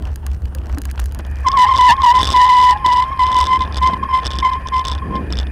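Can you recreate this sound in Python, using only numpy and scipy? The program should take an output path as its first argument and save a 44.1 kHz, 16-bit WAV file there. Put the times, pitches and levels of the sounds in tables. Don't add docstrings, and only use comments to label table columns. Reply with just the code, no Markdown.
import sys
import numpy as np
from scipy import signal
from scipy.fft import rfft, irfft
from scipy.io import wavfile
from scipy.ndimage import uniform_filter1d

SR = 44100
rng = np.random.default_rng(int(sys.argv[2]) if len(sys.argv) > 2 else 0)


def how_loud(loudness_db):
    steps = np.asarray(loudness_db, float) / 20
    return 10 ** steps


def unload_audio(sound):
    columns = np.transpose(np.atleast_2d(sound))
    steps = np.round(np.clip(columns, -1, 1) * 32767)
    wavfile.write(sys.argv[1], SR, steps.astype(np.int16))


N = 242991
T = np.arange(N) / SR

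# widest swing in seconds, level in dB, length in seconds.
BUMPS = [(.09, -17.5, 0.22), (.31, -17, 0.22), (.46, -16, .12), (.62, -18, 0.17), (.73, -15, 0.13),
         (.88, -19, .18), (1.02, -16.5, 0.18), (1.16, -21.5, 0.21), (1.3, -21.5, 0.16), (1.43, -19, 0.16),
         (1.55, -21.5, 0.18), (1.78, -20.5, 0.2), (2.03, -19.5, 0.091), (2.28, -17, 0.32),
         (2.85, -29, 0.15), (3.22, -20.5, 0.071), (3.45, -22.5, 0.13), (3.6, -17.5, 0.044),
         (3.7, -23, 0.26), (3.82, -20, 0.24), (4.33, -20.5, 0.33), (4.68, -27, 0.12), (4.78, -23.5, 0.11),
         (4.93, -20, 0.26), (5.18, -23.5, 0.2), (5.37, -19.5, 0.29), (5.49, -21, 0.25)]
# peak in seconds, level in dB, length in seconds.
GUSTS = [(0.01, -26.5, 0.045), (.62, -37.5, 0.36), (.77, -31.5, 0.1), (1.2, -31, 0.052), (1.8, -51, 0.22),
         (2.27, -36, 0.24), (2.75, -48, 0.51), (3.6, -32, 0.5), (3.95, -26, 0.34), (4.4, -33.5, 0.18),
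         (4.75, -39, 0.19), (5.17, -22, 0.39), (5.31, -25.5, 0.21), (5.47, -33.5, 0.11)]
# frequency in Hz, density in dB per Hz.
WIND_COLOUR = [(53, -29.5), (90, -5.5), (184, 2.5), (290, -1.5), (446, -9), (800, -20), (1040, -48.5),
               (1760, -120)]
# time in seconds, level in dB.
LOAD = [(0, -51.5), (.25, -57.5), (.8, -51.5), (1.4, -51.5), (2.1, -46.5), (3.0, -50), (4.4, -48),
        (4.9, -50.5), (5.2, -50.5), (5.51, -50)]
# frequency in Hz, density in dB per Hz.
TYRE_COLOUR = [(240, -37), (400, 1.5), (839, 6), (1900, -5), (2180, -16.5), (2930, -8.5), (3750, -20.5),
               (6000, -27.5), (16000, -61)]
# centre in Hz, width in Hz, level in dB.
WHINE = [(8400, 60, -82), (9550, 60, -73)]
# start in seconds, peak in dB.
CREAKS = [(.0235, -29.5), (.053, -26), (.071, -33), (.107, -41), (.195, -49), (.302, -40), (.316, -32),
          (.34, -40), (.441, -44), (.455, -27), (.478, -45), (.535, -51), (.585, -30.5), (.616, -37),
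          (.637, -40), (.751, -43), (.805, -49), (.847, -35), (.884, -51), (.958, -56), (.9955, -18),
          (1.113, -34), (1.25, -27.5), (1.369, -33)]
# frequency in Hz, density in dB per Hz.
CREAK_COLOUR = [(500, -30), (1500, 4), (2300, -3.5), (3000, 5.5), (3800, -6), (4800, -5.5), (7000, -11.5),
                (10000, -22)]
# start in seconds, peak in dB.
TICKS = [(0.159, -21), (0.2657, -17), (0.315, -43), (0.5498, -19.5), (0.6942, -38), (0.7845, -18),
         (0.818, -19.5), (0.8543, -17), (0.9134, -20.5), (0.9997, -16), (1.041, -28), (1.0588, -21.5),
         (1.1228, -27), (1.1479, -22), (1.1902, -24.5), (1.2664, -34.5), (1.3138, -35), (1.4064, -36)]
# frequency in Hz, width in Hz, level in dB.
TUBE = [(1640, 156, 1.5), (2900, 530, -3.5), (4070, 140, -9), (4780, 160, -3), (5160, 230, -14),
        (6670, 800, 0.5), (8150, 280, -16), (9500, 360, -1.5), (10600, 510, -6), (12400, 410, -5),
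        (13700, 460, -24), (14700, 400, -25)]
# start in seconds, peak in dB, pitch in Hz.
STONES = [(0.16, -40, 1520), (0.267, -29.5, 1230), (0.549, -36, 1190), (0.696, -25, 840), (0.752, -46, 657),
          (0.772, -22, 834), (0.836, -37, 1945), (0.854, -28, 810), (0.889, -29.5, 1840),
          (0.904, -31, 1940), (0.976, -28.5, 2900), (1.198, -29, 2320), (0.975, -23, 650),
          (0.992, -18.5, 930), (1.145, -35, 1230), (1.194, -21, 840)]
# start in seconds, peak in dB, pitch in Hz.
THUMPS = [
    (.55, -36, 524),
    (0.773, -23, 287),
    (1.195, -33.5, 307),
    (2.859, -36, 319.3),
]
# centre in Hz,
# width in Hz, level in dB.
PAD = [(1720, 325, 6.5), (2443, 220, 1), (4780, 170, -17.5), (9500, 200, -21), (10400, 500, -20.5)]
# frequency in Hz, width in Hz, level in dB.
JOINT = [(3080, 280, -6), (3480, 190, 2), (4600, 500, -12), (5150, 330, -6), (7750, 600, -7)]
# time in seconds, level in dB.
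SCRAPE = [(1.44, -46.5), (1.47, -22.5), (2.3, -28), (2.8, -28.5), (3.1, -25.5), (3.73, -33.5), (4.0, -33.5),
          (4.2, -33), (4.4, -33), (4.65, -36), (5.0, -37.5), (5.2, -41), (5.3, -63.5)]
# start and length in seconds, level in dB,
# rise over the grip in dB, pitch in Hz.
GRIPS = [(1.448, 0.024, -18, 9, 1076), (1.462, 0.025, -7, 5.5, 1008), (1.497, 0.012, -18, -2.5, 1087),
         (1.526, 0.0089, -24, 1, 1092), (1.536, 0.036, -14.5, -7.5, 1102), (1.567, 0.079, -5, 7, 1006),
         (1.667, 0.012, -12.5, 6, 1001), (1.688, 0.02, -10.5, -4.5, 1065), (1.711, 0.022, -7.5, -3, 1014),
         (1.741, 0.022, -12, -1.5, 1039), (1.768, 0.015, -15.5, -3.5, 1062), (1.788, 0.12, -1.5, 9.5, 999),
         (1.938, 0.0062, -16, -1.5, 1070), (1.952, 0.011, -21, -2, 1083), (1.975, 0.016, -18.5, 5.5, 1061),
         (1.998, 0.012, -11.5, 2, 1067), (2.018, 0.011, -14, 1.5, 1030), (2.036, 0.016, -2, -0.5, 983),
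         (2.062, 0.064, -9, -2, 999), (2.139, 0.047, -8, 7, 1005), (2.196, 0.026, -13, -6.5, 1013),
         (2.281, 0.025, -20.5, -0.5, 1066), (2.339, 0.11, -5, 6.5, 998.4), (2.451, 0.049, -14.5, -8, 1008),
         (2.489, .22, -5, 4, 994.7), (2.715, 0.021, -14.5, -4, 993.5), (2.845, .03, -9, 2, 998),
         (2.878, 0.072, -10.5, -1, 995), (2.952, 0.024, -10, 4.5, 977.5), (2.978, 0.04, -11, -3, 1002),
         (3.02, 0.019, -11.5, 2.5, 992), (3.086, 0.017, -22, -2.5, 1030), (3.118, 0.031, -23, -7, 1066),
         (3.193, 0.055, -8.5, 3.5, 1001), (3.25, 0.056, -14.5, 1, 1015), (3.302, 0.048, -15.5, 4.5, 1009),
         (3.353, 0.049, -10, -1, 999), (3.406, 0.031, -10.5, -11.5, 996), (3.434, 0.018, -22.5, -4.5, 1012)]
# start, rise and fall in seconds,
# peak in dB, pitch in Hz.
BRUSHES = [(3.465, 0.026, 0.032, -12.5, 1022), (3.501, 0.0358, 0.0419, -7.5, 1028),
           (3.6, 0.012, 0.0358, -12.5, 1013), (3.762, 0.024, 0.019, -26, 1027),
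           (3.815, 0.017, 0.013, -8.5, 999), (3.832, .012, 0.011, -7.5, 1017), (3.851, .01, .014, -7, 1010),
           (3.868, 0.017, .012, -7, 1013), (3.895, 0.024, 0.0096, -14.5, 1032),
           (3.926, .012, 0.0099, -12, 1013), (3.96, 0.0087, 0.0062, -22.5, 1000),
           (3.985, 0.013, 0.017, -29, 1076), (4.049, .007, 0.013, -19, 1078),
           (4.026, 0.011, 0.0055, -12, 1050), (4.088, 0.024, 0.013, -14.5, 1040),
           (4.127, 0.017, 0.033, -6, 1023), (4.174, 0.013, .012, -12.5, 1031),
           (4.424, .008, 0.012, -10, 1025), (4.44, .014, 0.03, -6, 1022), (4.478, 0.013, 0.014, -12, 1021),
           (4.21, 0.012, 0.027, -26, 1036), (4.33, 0.013, 0.029, -31, 1048),
           (4.511, 0.0088, 0.045, -14, 1025), (4.56, 0.0086, 0.044, -24.5, 1042),
           (4.653, 0.0085, 0.013, -23.5, 1028), (4.82, 0.0093, 0.0054, -27.5, 1035),
           (4.721, 0.026, 0.0759, -10, 1023), (4.846, 0.011, 0.055, -24, 1044),
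           (4.912, 0.0098, 0.0071, -23, 1004), (5.018, 0.008, 0.022, -23, 1060),
           (5.05, 0.0073, .015, -29.5, 1050), (5.102, 0.0076, 0.015, -26.5, 1059),
           (5.122, 0.041, 0.033, -19, 1049), (5.19, 0.0065, .03, -33, 1050)]
# centre in seconds,
# low mode in dB, sag in Hz, spread in seconds.
BITES = [
    (1.646, -26, 14.3, 0.021),
    (1.911, -13.5, 70.7, 0.015),
    (2.087, -43, 49.5, 0.019),
    (2.462, -32, 7.33, 0.0431),
    (2.726, -23.5, 8.7, 0.025),
]
# level in dB, growth as a power of the swing.
BUZZ = [(-18, 1.19), (-23.5, 1.026), (-26, 2.86), (-28.5, 1.4), (-33.5, 2.3), (-39, 1.9)]
# frequency in Hz, density in dB per Hz.
RUB_COLOUR = [(1200, -34.5), (2500, 8), (4000, 11), (6000, -9), (9000, -41), (12000, -45.5), (16000, -79)]
# time in seconds, peak in dB.
UPPER = [(1.5958, -3), (1.684, -8), (1.7062, -13), (1.7385, -5.5), (1.7523, -10), (1.7669, 0), (1.7841, 2),
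         (1.8117, 1), (1.857, -4), (1.9671, -14), (2.0196, -2), (2.0321, -7.5), (2.1531, -3),
         (2.1695, -1.5), (2.2, -5), (2.2142, 2), (2.2309, 5.5), (2.2447, 2), (2.2591, -3), (2.2741, 4.5),
         (2.2901, 1.5), (2.3038, 3), (2.3207, 0.5), (2.3339, -1), (2.346, -18), (2.3633, -1), (2.3758, -8),
         (2.4545, -3.5), (2.467, -9), (2.479, -8), (2.5, -5), (2.515, -9), (2.528, -10), (2.5412, -12),
         (2.5696, -2.5), (2.5857, -3.5), (2.6, -5), (2.6147, -4), (2.627, -5), (2.6406, -6), (2.7, -11),
         (2.7745, -16)]
# time in seconds, peak in dB.
UPPER_MIDDLE = [(2.863, 5), (2.8886, -12), (2.9029, -15), (2.934, -1.5), (2.961, -14), (2.979, -11),
                (3.0397, -15.5), (3.1279, -22), (3.2392, -15), (3.259, -13), (3.2876, -15), (3.3276, -4),
                (3.367, -3), (3.3828, -5), (3.3944, -6), (3.4118, 3), (3.4262, -8), (3.4412, -2),
                (3.4544, -5.5), (3.4692, -2), (3.5282, -14), (3.5927, -11), (3.6076, -7), (3.6206, -7.5),
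                (3.638, -15), (3.651, -16), (3.6672, -30), (3.745, -7), (3.7585, -8), (3.7741, -3),
                (3.7875, -12), (3.833, -5)]
# time in seconds, peak in dB.
UPPER_LATE = [(3.935, -13.5), (4.1387, -11), (4.154, -13), (4.2, -15.5), (4.233, -14), (4.245, -13),
              (4.2598, 1), (4.2761, -4), (4.3058, -6), (4.32, -8), (4.3349, -6), (4.3489, -16),
              (4.363, -11), (4.3919, -6), (4.43, -17), (4.5347, -9), (4.742, -12.5), (4.8435, -14),
              (4.8582, -6), (4.878, -11), (4.8922, -15), (4.9085, -15), (4.921, -5.5), (4.9355, -12),
              (4.951, -7.5), (4.98, -16), (5.1633, -14), (5.3046, -14.5), (5.334, -8), (5.379, -11),
              (5.4, -5.5), (5.41, -16), (5.431, -14), (5.4695, -14.5)]
# time in seconds, peak in dB.
LOWER = [(1.4692, -7), (1.4849, 2), (1.5054, -23), (1.5173, -5.5), (1.53, -14), (1.573, -9), (1.5893, -1.5),
         (1.7603, -4.5), (1.7765, -5), (1.8799, -13), (1.898, -10), (2.0403, -13), (2.1015, -13),
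         (2.1097, -10), (2.1618, -6), (2.1812, -11), (2.189, -7), (2.192, -6), (2.2068, -2), (2.221, -5),
         (2.2363, -6), (2.2539, 1), (2.2696, -2), (2.2819, -12), (2.2957, -15), (2.313, -1), (2.3272, -1),
         (2.371, -8), (2.4169, -3.5), (2.652, -7), (2.7093, -0.5), (2.7832, -21), (2.9138, -15),
         (2.922, -14), (2.9278, -3.5), (2.9715, -8.5), (3.206, -20), (3.2673, -6), (3.3181, -8),
         (3.345, -8.5), (3.3883, -3), (3.4034, -4), (3.4303, -6), (3.4622, -5.5)]
# time in seconds, peak in dB.
LOWER_LATE = [(3.6758, -21), (3.725, -13), (3.7381, -24), (3.769, -6), (3.7826, -9), (3.8281, -11.5),
              (3.8737, -4.5), (4.038, -21), (4.2523, -7), (4.2674, 3.5), (4.3137, -8), (4.331, -15),
              (4.3413, -17), (4.355, -11), (4.3711, -17), (4.3872, -1.5), (4.4015, -9), (4.4075, -14),
              (4.4505, -14.5), (4.6724, -12), (4.686, -8), (4.7668, -12), (4.781, -12), (4.7941, -8.5),
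              (4.8519, -2.5), (4.8702, -6), (4.8831, 0), (4.8987, -9), (4.9158, -4), (4.9294, -10),
              (4.986, -19), (5.1548, -16), (5.325, -4), (5.3553, -16), (5.3712, -7.5), (5.3882, -2)]
UPPER_TILT_DB = [-4.5, 1, 0.5, -10, -7]
LOWER_TILT_DB = [2, -0.5, 7, 7.5, 1.5]


def evened(x):
    return x / np.sqrt(np.mean(x ** 2) + 1e-20)


def curves(rows, t):
    s, *columns = np.transpose(rows)
    return [np.interp(t, s, c) for c in columns]


def coloured(x, points):
    f, db = np.transpose(points)
    hz = np.fft.rfftfreq(len(x), 1 / SR)
    gain = how_loud(np.interp(np.log(hz + 1), np.log(f + 1), db))
    return evened(irfft(rfft(x) * gain, len(x)))


def wobble(hz, size=N):
    return evened(signal.lfilter(*signal.butter(2, 2 * hz / SR), rng.standard_normal(size)))


def resonate(x, hz, width):
    turn = np.exp(2j * np.pi * np.cumsum(hz * np.ones(len(x))) / SR)
    r = np.exp(-np.pi * width / SR)
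    return 2 * (turn * signal.lfilter([1 - r], [1, -r], x / turn + 1e-18)).real


def noise_band(hz, width):
    first, second = np.broadcast_to(width, 2)
    return evened(resonate(resonate(rng.standard_normal(N), hz, first), hz, second))


def place(events, sounds):
    out = np.zeros(N)
    for (s, db, *_), sound in zip(events, sounds):
        part = out[round(s * SR):][:len(sound)]
        part += how_loud(db) * sound[:len(part)] / abs(sound).max()
    return out


def swells(rows, rest_db):
    power = how_loud(2 * rest_db)
    for s, db, length in rows:
        power = power + how_loud(2 * db) * np.cos(np.pi * np.clip((T - s) / length, -.5, .5)) ** 2
    return 10 * np.log10(power)


def paced(turns):
    upper_turn, lower_turn, firm_db = -.07, .44, -14
    stops = [(s, upper_turn) for s, db in UPPER + UPPER_MIDDLE + UPPER_LATE if db > firm_db]
    stops += [(s, lower_turn) for s, db in LOWER + LOWER_LATE if db > firm_db]
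    nudges = [(0, 0)]
    for s, turn in sorted(stops):
        last_s, last_nudge = nudges[-1]
        miss = (turn - turns[round(s * SR)] - last_nudge + .5) % 1 - .5
        if abs(miss) < 25 * (s - last_s):
            nudges.append((s, last_nudge + miss))
    return turns + uniform_filter1d(curves(nudges, T)[0], size=200)


def mount():
    rest_db, rest_hz, sag_hz_per_db = -29.5, 68.8, 0.19
    db = swells(BUMPS, rest_db)
    hz = rest_hz - sag_hz_per_db * (db - rest_db)
    turns = paced(np.cumsum(hz + 4.64 * wobble(18.0)) / SR)
    swing = np.sqrt(2) * np.sin(2 * np.pi * turns)
    jolts = noise_band(hz, (23.0, 31.0))
    hum = how_loud(db) * (0.77 * swing * how_loud(1.3 * wobble(21.0)) + 0.23 * jolts)
    sway = how_loud(-30.5) * evened(resonate(resonate(rng.standard_normal(N), 61.3, 36.0), 40., 80.))

    strain = np.clip(abs(hum) / 0.35, 0, 1) ** 2.0
    sizes = how_loud(1.2 * np.minimum(rng.exponential(1, N), 3))
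    snaps = rng.standard_normal(N) * sizes * (rng.random(N) < 700. * strain / SR)
    burst = np.exp(-np.arange(40) / 20.0) * rng.standard_normal(40)
    creak = coloured(np.convolve(snaps, burst)[:N], CREAK_COLOUR)
    return hum + sway + how_loud(-59) * creak


def wind():
    gust_db = swells(GUSTS, -39.5)
    gusts = coloured(rng.standard_normal(N), WIND_COLOUR) * how_loud(gust_db - 3.0 + 1.86 * wobble(27.0))
    return gusts + 3.0 * (gusts ** 2 - uniform_filter1d(gusts ** 2, size=1000))


def tyre():
    sizes = how_loud(2.8 * np.minimum(rng.exponential(1, N), 5))
    grains = rng.choice([-1., 1.], N) * sizes * (rng.random(N) < 2200. / SR)
    crush = coloured(evened(grains) + 0.53 * rng.standard_normal(N), TYRE_COLOUR)
    return crush * how_loud(curves(LOAD, T)[0] + 7.5 + 4.03 * wobble(18.0))


def hiss():
    white = rng.standard_normal(N)
    bands = sum(how_loud(db) * evened(resonate(white, hz, width)) for hz, width, db in WHINE)
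    return how_loud(-65.0) * coloured(white, [(0, 1), (14000, -5), (15200, -2.5), (22050, -12)]) + bands


def creaks():
    t = np.arange(700) / SR
    chances = rng.standard_normal((len(CREAKS), 700))
    return place(CREAKS, [coloured(c, CREAK_COLOUR) * np.exp(-t / 0.0018) for c in chances])


def ticks():
    t = np.arange(700) / SR
    sounds = []
    for chance in rng.standard_normal((len(TICKS), 700)):
        blow = (t == 0) + .035 * chance * np.exp(-t / 0.0016)
        modes = [how_loud(db) * resonate(blow, hz, width) / np.sqrt(width) for hz, width, db in TUBE]
        sounds.append(sum(modes))
    return how_loud(7.0) * place(TICKS, sounds)


def stones():
    t = np.arange(700) / SR
    sounds = []
    for chance, (_, _, hz) in zip(rng.standard_normal((len(STONES), 700)), STONES):
        snap = chance * t * np.exp(-t / 0.0021)
        sounds.append(resonate(resonate(snap, hz, 1100.0), hz, 1400.0))
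    return how_loud(-1.0) * place(STONES, sounds)


def thumps():
    t = np.arange(2500) / SR
    return place(THUMPS, [np.sin(2 * np.pi * hz * t) * t * np.exp(-t / 0.008) for *_, hz in THUMPS])


def dragging_pad():
    drag = sum(how_loud(db) * noise_band(hz, width) for hz, width, db in PAD)
    return how_loud(curves(LOAD, T)[0]) * np.clip((T - 1.08) / 0.29, 0, 1) * drag


def joint(x, spread_db):
    return sum(how_loud(db + extra_db) * resonate(x, hz, width) / np.sqrt(width)
               for (hz, width, db), extra_db in zip(JOINT, spread_db))


def pressure():
    attack_s, release_s, catch_hz, catch_s = 0.0061, 0.01047, 30.06, .012
    edge_db = -9.5
    power = how_loud(2 * curves(SCRAPE, T)[0])
    pull = power * 1050.
    holds = [(s, length, db, [0, length], [-rise_db / 2, rise_db / 2], hz)
             for s, length, db, rise_db, hz in GRIPS]
    holds += [(s, rise + fall, db, [0, rise, rise + fall], [edge_db, 0, edge_db], hz)
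              for s, rise, fall, db, hz in BRUSHES]
    for start, length, db, corners, shape_db, hz in holds:
        span = slice(round((start - .03) * SR), round((start + length + .03) * SR))
        t = T[span] - start
        edges = np.clip(np.minimum(t / attack_s, (length - t) / release_s) + .5, 0, 1) ** 2
        grip = edges * how_loud(2 * (db + np.interp(t, corners, shape_db)))
        power[span] += grip
        pull[span] += grip * (hz + catch_hz * np.exp(-np.maximum(t, 0) / catch_s))
    return 10 * np.log10(power), uniform_filter1d(pull / power, size=400)


def low_mode(bites, sag):
    level = how_loud(-41.5) * (T > 1.55) * (T < 2.85)
    level = level + sum(how_loud(low_db) * bite for (_, low_db, _, _), bite in zip(BITES, bites))
    turns = np.cumsum(840. - 0.393 * sag + 6.9 * wobble(43.0)) / SR
    return level * how_loud(4.6 * wobble(24.0)) * np.exp(2j * np.pi * turns)


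def bracket_buzz(swing, hz):
    bend = swing / abs(swing)
    light_db = 0.2 * np.maximum(uniform_filter1d(hz, size=600) - 1044, 0)
    buzz = 0
    for k, (db, power) in enumerate(BUZZ, 2):
        level = how_loud(db - light_db + 3.45 * wobble(87.0))
        buzz = buzz + level * abs(swing) ** power * (bend ** k * np.exp(.5j * wobble(34.0))).imag
    return buzz


def pad_rub(grip, turns, hz):
    pulse = 1.0 + np.exp(-(turns % 1) / 0.19)
    slips = pulse * how_loud(5.0 * wobble(300.0) + 2.3 * wobble(99.0)) * rng.standard_normal(N)
    light_db = 0.3 * np.maximum(hz - 1030., 0)
    noise = coloured(slips, RUB_COLOUR) + 0.63 * evened(joint(slips, np.zeros(len(JOINT))))
    return how_loud(-23.5 - light_db) * grip ** 1.3 * noise


def squeal():
    db, hz = pressure()
    bites = [np.exp(-.5 * ((T - s) / spread) ** 2) for s, _, _, spread in BITES]
    sag = sum(sag_hz * bite for (_, _, sag_hz, _), bite in zip(BITES, bites))
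    db = db + 0.6 * sag
    flutter_db = 1.85 * wobble(75.0)
    hz = hz - sag - 2.5 * flutter_db
    on = abs(uniform_filter1d(1. * (T > SCRAPE[0][0]) * (T < SCRAPE[-1][0]), 300))
    grip = 0.56 * np.tanh(on * how_loud(db + flutter_db) / 0.59)
    turns = np.cumsum(hz + 8.85 * wobble(47.8)) / SR

    loose = np.clip(0.015 + .9 / (1 + (grip / 0.035) ** 2), 0, 1)
    fuzz = noise_band(hz, (55.0, 70.0))
    tone = grip * np.sqrt(1 - loose ** 2) * np.exp(2j * np.pi * turns)
    low = low_mode(bites, sag)
    swing = np.sqrt(2) * (tone + low) + 1e-9
    mixed = how_loud(6.5) * (swing * low).real
    mixed = mixed + how_loud(1.5) * (swing ** 2 * (low + 1.6 * low.conj())).real
    buzz = bracket_buzz(swing, hz)
    return swing.real + grip * loose * fuzz + buzz + mixed + pad_rub(grip, turns, hz)


def rattle():
    rows = [(*row, 1) for row in UPPER + UPPER_MIDDLE + UPPER_LATE]
    rows += [(*row, -1) for row in LOWER + LOWER_LATE]
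    return [(*row, c) for row, c in zip(sorted(rows), rng.standard_normal((len(rows), 500)))]


def knocks():
    t = np.arange(500) / SR
    sounds, blows = [], rattle()
    for _, db, side, chance in blows:
        chatter, push, tilt_db = (.14, .4, UPPER_TILT_DB) if side > 0 else (.33, -.15, LOWER_TILT_DB)
        blow = chance * (chatter * np.exp(-t / .0006) + .07 * np.exp(-t / .0025)) + side * (t == 0)
        blow = blow + .07 * abs(chance[-9]) * np.roll(blow, round(150 + 30 * chance[-8]))
        edge = signal.lfilter(*signal.butter(2, 2 * 2200.0 / SR), blow)
        thud = signal.lfilter(*signal.butter(1, 2 * 2800.0 / SR), abs(blow))
        ring = joint(blow, np.array(tilt_db) + 1.3 * chance[-len(JOINT):])
        whole = evened(ring) + 0.37 * evened(edge) + push * evened(thud)
        snap = 0.034 * how_loud(0.74 * db) * evened(np.diff(blow, prepend=0))
        housing = signal.butter(3, 2 * (6900.0 + 160.0 * db) / SR)
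        sounds.append(snap + signal.lfilter(*housing, whole))
    return how_loud(-6.5) * place(blows, sounds)


def scene():
    around = mount() + wind() + tyre() + hiss()
    struck = creaks() + ticks() + stones() + thumps()
    return (around + struck + dragging_pad() + squeal() + knocks())[None]


def roll_off(x):
    return signal.sosfilt(signal.butter(12, 16400, fs=SR, output="sos"), x)


def record(dry):
    top = np.where(dry > 0, .715, .56)
    limited = dry / (1 + abs(dry / top) ** 6) ** (1 / 6)
    edged = signal.oaconvolve(limited, signal.firwin(255, 15700, fs=SR)[None], "same")
    mix = signal.lfilter(*signal.butter(1, 2 * 20. / SR, "high"), edged)
    return roll_off(mix)


dry = scene()
out = record(dry)
unload_audio(out)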